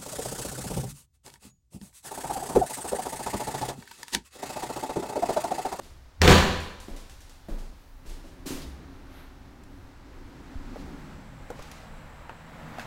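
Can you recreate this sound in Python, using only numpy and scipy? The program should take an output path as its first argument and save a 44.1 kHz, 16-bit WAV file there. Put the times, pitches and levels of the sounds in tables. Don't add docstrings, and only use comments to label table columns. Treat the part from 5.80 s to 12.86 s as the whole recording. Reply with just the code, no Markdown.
import sys
import numpy as np
from scipy import signal
from scipy.fft import rfft, irfft, next_fast_len
from scipy.io import wavfile
from scipy.ndimage import map_coordinates

SR = 44100
rng = np.random.default_rng(int(sys.argv[2]) if len(sys.argv) > 2 else 0)


def master(y):
    cut = np.clip(np.atleast_2d(y).T, -1, 1)
    pcm = np.round(cut * 32767)
    wavfile.write(sys.argv[1], SR, pcm.astype(np.int16))


N = 311346
T = np.arange(N) / SR
AGE = T[:SR * 3 // 2]


# pitch_hz, level_db (per Hz)
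HEEL_COLOUR = [(60, -37), (150, -2), (320, -4.5), (600, -10), (900, -15), (2000, -25), (8000, -38)]
# pitch_hz, level_db (per Hz)
CLICK_COLOUR = [(500, -1), (2000, -3), (4000, -2), (7000, -3.5), (9500, -6.5), (13000, -12), (16000, -16.5)]
# start_s, knock_db, pitch_hz, t60_s, tick_db
FINGER_TAPS = [(3.836, -50, 890, .02, -54), (4.9593, -30, 470, .014, -63), (5.7028, -26.5, 482, 0.029, -46),
               (5.7922, -35.5, 610, 0.019, -51), (5.824, -51, 1510, .03, -45),
               (5.9148, -43, 2400, .012, -42), (6.4949, -30.5, 904, 0.035, -60),
               (6.985, -32, 736, .035, -49)]


def amp(db):
    return 10 ** (np.asarray(db) / 20)


def unit(x):
    return x / np.sqrt(np.mean(x ** 2) + 1e-20)


def along(points, hz):
    f, v = np.transpose(points)
    return np.interp(np.log(hz + 1), np.log(f + 1), v)


def fade(t, t60):
    return np.exp(-np.log(1000) * t / t60)


def onset(rise):
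    return 1 - np.exp(-AGE / rise)


def ramp(start, length):
    return np.clip((T - start) / length, 0, 1)


def swell(s, width):
    return np.exp(-.5 * ((T - s) / width) ** 2)


def wobble(rate):
    points = rng.standard_normal(int(N * rate / SR) + 4)
    return map_coordinates(points, [T * rate])


def add(track, s, sound):
    start = max(round(s * SR), 0)
    track[start:start + len(sound)] += sound[:N - start]


def noise(spectrum, size):
    m = next_fast_len(size)
    white = rfft(rng.standard_normal(m))
    weights = amp(along(spectrum, np.fft.rfftfreq(m, 1 / SR)))
    return unit(irfft(white * weights, m)[:size])


def echo(spectrum, rise):
    # pitch_hz, t60_s
    kitchen_fade = [(50, 0.81), (130, 0.8), (300, 0.73), (900, 0.85), (2000, 0.81), (4200, 0.81),
                    (8000, 0.62), (15000, 0.62)]
    hz, t, z = signal.stft(noise(spectrum, len(AGE)), SR, nperseg=512)
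    fading = z * fade(t, along(kitchen_fade, hz)[:, None])
    tail = signal.istft(fading, SR, nperseg=512)[1][:len(AGE)]
    return tail * onset(rise)


def ring(modes, rise, scatter_db):
    tones = np.zeros(len(AGE))
    for hz, db, t60 in modes:
        strength = amp(db + scatter_db * rng.normal())
        tones += strength * fade(AGE, t60) * np.sin(2 * np.pi * (hz * AGE + rng.random()))
    return tones * onset(rise)


def throbs(rows, rise):
    out = np.zeros(N)
    for s, db, hz, t60 in rows:
        swing = np.sin(2 * np.pi * hz * AGE) * fade(AGE, t60)
        add(out, s, amp(db) * swing * onset(rise))
    return out


def click():
    return echo(CLICK_COLOUR, rise=0.0026) + 2.15 * noise(CLICK_COLOUR, len(AGE)) * fade(AGE, 0.026)


def yard():
    # start_s, level_db
    yard_level = [(2.1, -62), (2.9, -56.5), (3.3, -56), (3.54, -57.5), (3.87, -58.5), (4.25, -57),
                  (5.04, -51.5), (5.55, -53.5), (5.8, -51.5), (6.62, -51), (7.06, -45)]
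    # pitch_hz, level_db (relative)
    machine_tones = [(143, -8), (163, 4), (203, -8), (239, -6.5), (636, -5)]
    # pitch_hz, level_db (per Hz)
    doorway_colour = [(70, -12), (130, 1), (180, 1.5), (220, -4.5), (275, 9), (310, -2), (365, -1),
                      (430, -10), (700, -49)]
    open_air_colour = [(70, -11), (130, 6), (165, 6), (185, -13.5), (205, 2.5), (260, -0.5), (340, -5.5),
                       (450, -41), (700, -36)]
    # pitch_hz, level_db (per Hz)
    rush_colour = [(240, -17), (410, -9), (500, -1), (650, -3.5), (850, -1), (1050, -4), (1400, -5),
                   (2000, -8.5), (3400, -19), (4000, -20.5), (5500, -49), (9000, -90)]
    hiss_colour = [(1650, -15), (2800, -4.5), (4300, -1.5), (6200, -5.5), (7700, -11.5), (9400, -15.5),
                   (12000, -16), (13300, -23), (15800, -19)]
    rumble_colour = [(12, -9.5), (26, 5), (42, -5.5), (60, -1.5), (85, -6), (120, -14), (250, -51)]
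    # kitchen_db, door_db, outside_db; hum and hiss count from the yard's level
    hum_by_place = (-1.5, 5, -1)
    hiss_by_place = (-6, -10, -16.5)
    rumble_by_place = (-50.5, -48, -48.5)

    far_db = -63.5
    level_db = np.interp(T, *np.transpose([(0, far_db)] + list(yard_level)))
    near = ramp(2.1, 0.29)
    outside = ramp(5.08, 0.97)

    def by_place(kitchen, door, open_air):
        return kitchen + (door - kitchen) * near + (open_air - door) * outside

    tones = np.zeros(N)
    for hz, db in machine_tones:
        strength = amp(db + 1.2 * wobble(4.6))
        tones += strength * np.sin(2 * np.pi * hz * T + 0.52 * wobble(4))
    hum = np.sqrt(1 - outside) * noise(doorway_colour, N)
    hum += np.sqrt(outside) * 0.92 * noise(open_air_colour, N)
    hum += 0.58 * outside ** 2 * unit(tones)

    draught_db = 2 * swell(4.9, 0.37) + 1.5 * wobble(7)
    rumble = amp(by_place(*rumble_by_place) + draught_db) * noise(rumble_colour, N)

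    flutter_db = 0.35 * wobble(12)
    rush = noise(rush_colour, N) + amp(by_place(*hiss_by_place)) * noise(hiss_colour, N)
    rush *= amp(flutter_db + 0.32)
    hum_gain = amp(by_place(*hum_by_place) + 1.85 * wobble(3.7))
    return rumble + amp(level_db) * (hum_gain * hum + rush)


def insects():
    # pitch_hz, width_hz, level_db (once outside), swell_db
    shrill_bands = [(7680, 1200, -72, .8), (9200, 660, -87, 3), (12100, 1140, -96, 3.5)]
    opened_db = np.interp(T, [2.7, 4.2, 5.5], [-22, -9, 0])
    out = np.zeros(N)
    for hz, width, db, swell_db in shrill_bands:
        colour = [(hz - 2 * width, -70), (hz - width, -16), (hz, 0), (hz + width, -16), (hz + 2 * width, -70)]
        out += amp(db + swell_db * wobble(10)) * noise(colour, N)
    return amp(opened_db) * out


def passing():
    middle_s, start_hz, octaves_per_s = 5.25, 191.4, 0.92
    hz = start_hz * 2 ** (-octaves_per_s * np.clip(T - middle_s, -1, 1))
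    phase = 2 * np.pi * np.cumsum(hz) / SR
    band = unit(wobble(110) * np.sin(phase) + wobble(110) * np.cos(phase))
    return amp(-48.5) * swell(middle_s, 0.44) * band


def rustle():
    # pitch_hz, level_db (per Hz)
    cloth_colour = [(1000, -20), (4000, -12), (7000, -4), (12000, -1), (16000, 1)]
    return amp(-71.5 + 2.1 * wobble(9.6)) * swell(1.9, 0.49) * noise(cloth_colour, N)


def steps():
    # start_s, heel_db, sway_db, scuff_db (before small offsets), toe_delay_s (after the sole)
    footfalls = [(.002, -49, -44, -54.5, 0.024), (1.083, -38.5, -29, -54.5, 0.077),
                 (1.685, -36.5, -22, -53.5, 0.092), (2.253, -46.5, -26.5, -50.5, .03),
                 (2.44, -47.5, -46, -60, .02)]
    # pitch_hz, level_db (relative), t60_s
    floorboards = [(214, -2.5, 0.21), (324, 1.5, 0.13), (415, -7.5, 0.19), (563, -7.5, 0.29),
                   (683, -5.5, 0.1)]
    sole_lag_s = 0.0051
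    out = np.zeros(N)
    sway = -np.sin(2 * np.pi * 27 * AGE) * fade(AGE, 0.59) * onset(0.0078)
    for s, heel_db, sway_db, scuff_db, toe_delay_s in footfalls:
        knock = 0.75 * ring(floorboards, rise=0.0013, scatter_db=1.5)
        knock += 0.77 * noise(HEEL_COLOUR, len(AGE)) * fade(AGE, 0.078)
        add(out, s, amp(heel_db) * (knock + 0.63 * echo(HEEL_COLOUR, rise=0.021)))
        add(out, s + 0.0237, amp(sway_db) * sway)
        add(out, s + sole_lag_s, amp(scuff_db - 2) * echo(CLICK_COLOUR, rise=0.0039))
        add(out, s + sole_lag_s + toe_delay_s, amp(scuff_db - 1) * echo(CLICK_COLOUR, rise=0.0024))
    return out


def sweep():
    # pitch_hz, level_db (per Hz)
    brush_colour = [(1500, 4), (3000, -2), (4000, -3), (5200, -12), (8000, -17), (10500, -13), (12200, -7),
                    (13800, -14), (16000, -22)]
    return amp(-54.5) * swell(3.39, 0.065) * noise(brush_colour, N)


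def rattle(count):
    gap_s, first_db, loss_db = 0.01, -31.5, 7
    rows = []
    for k, (shift, detune) in enumerate(rng.standard_normal((count, 2))):
        s = FINGER_TAPS[-1][0] + gap_s * (k + 1 + 0.109 * shift)
        db = first_db - loss_db * k
        hz = 1165 * np.exp(0.23 * detune)
        rows.append((s, db, hz, 0.03, db - 13.5))
    return rows


def taps():
    # middle_s, level_db, width_s
    rubs = [(5.003, -56, 0.017), (5.814, -56.5, 0.04), (5.954, -56, 0.089), (7.022, -52, .025)]
    # pitch_hz, level_db (per Hz)
    rub_colour = [(500, -3), (2000, 1), (4000, 0.5), (7000, -5), (9500, -12.5), (13000, -17), (16000, -19)]
    # start_s, level_db, pitch_hz, t60_s
    jolts = [(2.738, -31, 21, .3), (4.755, -26.5, 68, 0.087), (4.772, -28, 20, 0.23), (4.839, -36, 31, 1),
             (5.801, -31, 24, 0.1)]
    out = np.zeros(N)
    for s, db, hz, t60, tick_db in list(FINGER_TAPS) + rattle(count=4):
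        phase = 2 * np.pi * hz * AGE
        case = np.sin(phase) + 0.5 * np.sin(1.6 * phase)
        case += 0.31 * np.sin(2.87 * phase) * fade(AGE, 0.027)
        case *= fade(AGE, t60)
        shake_colour = [(hz / 3, -12), (hz, 0), (hz * 2, -8), (hz * 8, -42)]
        shake = 0.34 * noise(shake_colour, len(AGE)) * fade(AGE, 0.11)
        tick = noise(CLICK_COLOUR, len(AGE)) * (fade(AGE, 0.024) + 0.16 * fade(AGE, 0.41))
        add(out, s, amp(db) * (case + shake) + amp(tick_db) * tick)
    grip = sum(amp(db) * swell(s, width) for s, db, width in rubs)
    rubbing = grip * amp(1.2 * wobble(180)) * noise(rub_colour, N)
    return out + rubbing + throbs(jolts, rise=0.0012)


def opening():
    # start_s, wood_db, latch_db
    tugs = [(2.6572, -33.5, -36), (2.706, -29.5, -45), (2.749, -40, -58), (2.819, -48, -64)]
    # pitch_hz, level_db (relative), t60_s
    held_panel = [(161.5, -8.5, 0.21), (265.6, 0, 0.2), (301, -3.5, 0.25), (362, -5, 0.12)]
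    # pitch_hz, level_db (per Hz)
    latch_colour = [(500, -3), (1500, 0), (2500, 0), (3600, 1.5), (4800, 0.5), (6800, 1), (9000, -1.5),
                    (13000, -6), (16000, -10)]
    # start_s, level_db, pitch_hz, t60_s
    shudder = [(2.862, -34.5, 66.6, 0.68)]
    out = np.zeros(N)
    for s, wood_db, latch_db in tugs:
        wood = ring(held_panel, rise=0.00085, scatter_db=1.0) + 0.29 * echo(HEEL_COLOUR, rise=0.0015)
        latch = echo(latch_colour, rise=0.011) * fade(AGE, 5.1)
        add(out, s, amp(wood_db) * wood + amp(latch_db) * latch)
    bolt_colour = [(1500, -12), (3200, -1), (4900, 2), (6000, -11), (15000, -22)]
    bolt = noise(bolt_colour, len(AGE)) * fade(AGE, 0.18)
    add(out, tugs[-1][0], amp(-45) * bolt)
    return out + throbs(shudder, rise=0.008)


def settling(count):
    s, gap_s, shrink = 0.803, 0.198, 0.82
    first_db, loss_db = -48.5, 1.53
    out = np.zeros(N)
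    for k in range(count):
        add(out, s, amp(first_db - loss_db * k) * click())
        s += gap_s * shrink ** k
    return out


def slam():
    # start_s, thud_db, clatter_db, crack_db (3 dB is added below)
    contacts = [(.411, -39, -52, -49.5), (0.417, -20, -21.5, -13), (.445, -16, -32, -27),
                (0.4769, -16, -16, -11), (.493, -20, -25, -24), (0.508, -27, -30, -18)]
    # pitch_hz, level_db (relative), t60_s
    slab_modes = [(46, -1.5, 0.37), (61.5, -9.5, 0.7), (84.8, -3, 0.77), (141, 1.5, 0.24), (169.7, -3, .55),
                  (199.4, -1.5, 0.62), (238, -20, 0.77), (307.3, -5.5, 0.64), (367.4, -9, 0.5),
                  (389, -10.5, 0.7), (479, -11, 0.62), (508, -10, 0.83), (563, -26, 0.72), (670, -13, 0.7),
                  (723, -3.5, 0.3), (768, -11.5, 0.77), (992, -12, 1), (1173, -9, 0.53), (1350, -26, 0.85),
                  (1576, -11, 0.48), (1738, -11.5, 0.71), (2920, -15, 0.6), (3060, -19, .7),
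                  (3660, -23, .7)]
    # pitch_hz, level_db (per Hz)
    thud_colour = [(25, -1.5), (60, 0), (110, -6), (170, -2.5), (250, -4), (310, -12), (390, -2), (440, -9),
                   (510, -4.5), (680, -14), (1100, -11), (1500, -22), (2500, -26), (8000, -51)]
    clatter_colour = [(150, -48), (600, -4), (1100, -2.5), (1750, 2.5), (2050, -3), (2400, -1), (3700, -3),
                      (4500, -3.5), (4950, -10.5), (7100, -9), (8800, -17), (12000, -21), (16000, -27)]
    crack_colour = [(200, 0), (900, -13.5), (1400, -18), (1900, 9.5), (2700, -2), (3800, 0.5), (4600, -7),
                    (5500, -2), (6500, -19), (7800, -10), (9500, -28), (16000, -21)]
    out = np.zeros(N)
    for s, thud_db, clatter_db, crack_db in contacts:
        crack = amp(crack_db + 3) * noise(crack_colour, len(AGE)) * fade(AGE, 0.027)
        thud = amp(thud_db) * echo(thud_colour, rise=0.0025)
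        clumps = amp(2.2 * wobble(169)[:len(AGE)] * fade(AGE, 1.2))
        clatter = amp(clatter_db) * clumps * echo(clatter_colour, rise=0.0078)
        add(out, s, crack + thud + clatter)
    latch_s, slab_s = contacts[1][0], contacts[3][0]
    add(out, slab_s, amp(-14.0) * ring(slab_modes, rise=0.0011, scatter_db=0))
    since = T - latch_s
    growth, decay = np.exp(-np.abs(since) / 0.007), fade(np.abs(since), 0.89)
    squeeze = np.where(since < 0, growth, decay)
    return out + amp(-14.5) * squeeze * np.sin(2 * np.pi * 81 * since)


def scene():
    door_and_floor = slam() + settling(count=6) + steps() + opening() + sweep()
    return (door_and_floor + taps() + yard() + passing() + insects() + rustle())[None]


def record(dry):
    band_limit_hz = 15850
    rounded = dry / (1 + np.abs(dry / 0.74) ** 6) ** (1 / 6)
    m = next_fast_len(N + SR // 2)
    kept = np.fft.rfftfreq(m, 1 / SR) < band_limit_hz
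    return irfft(rfft(rounded, m) * kept, m)[..., :N]


dry = scene()
out = record(dry)
master(out)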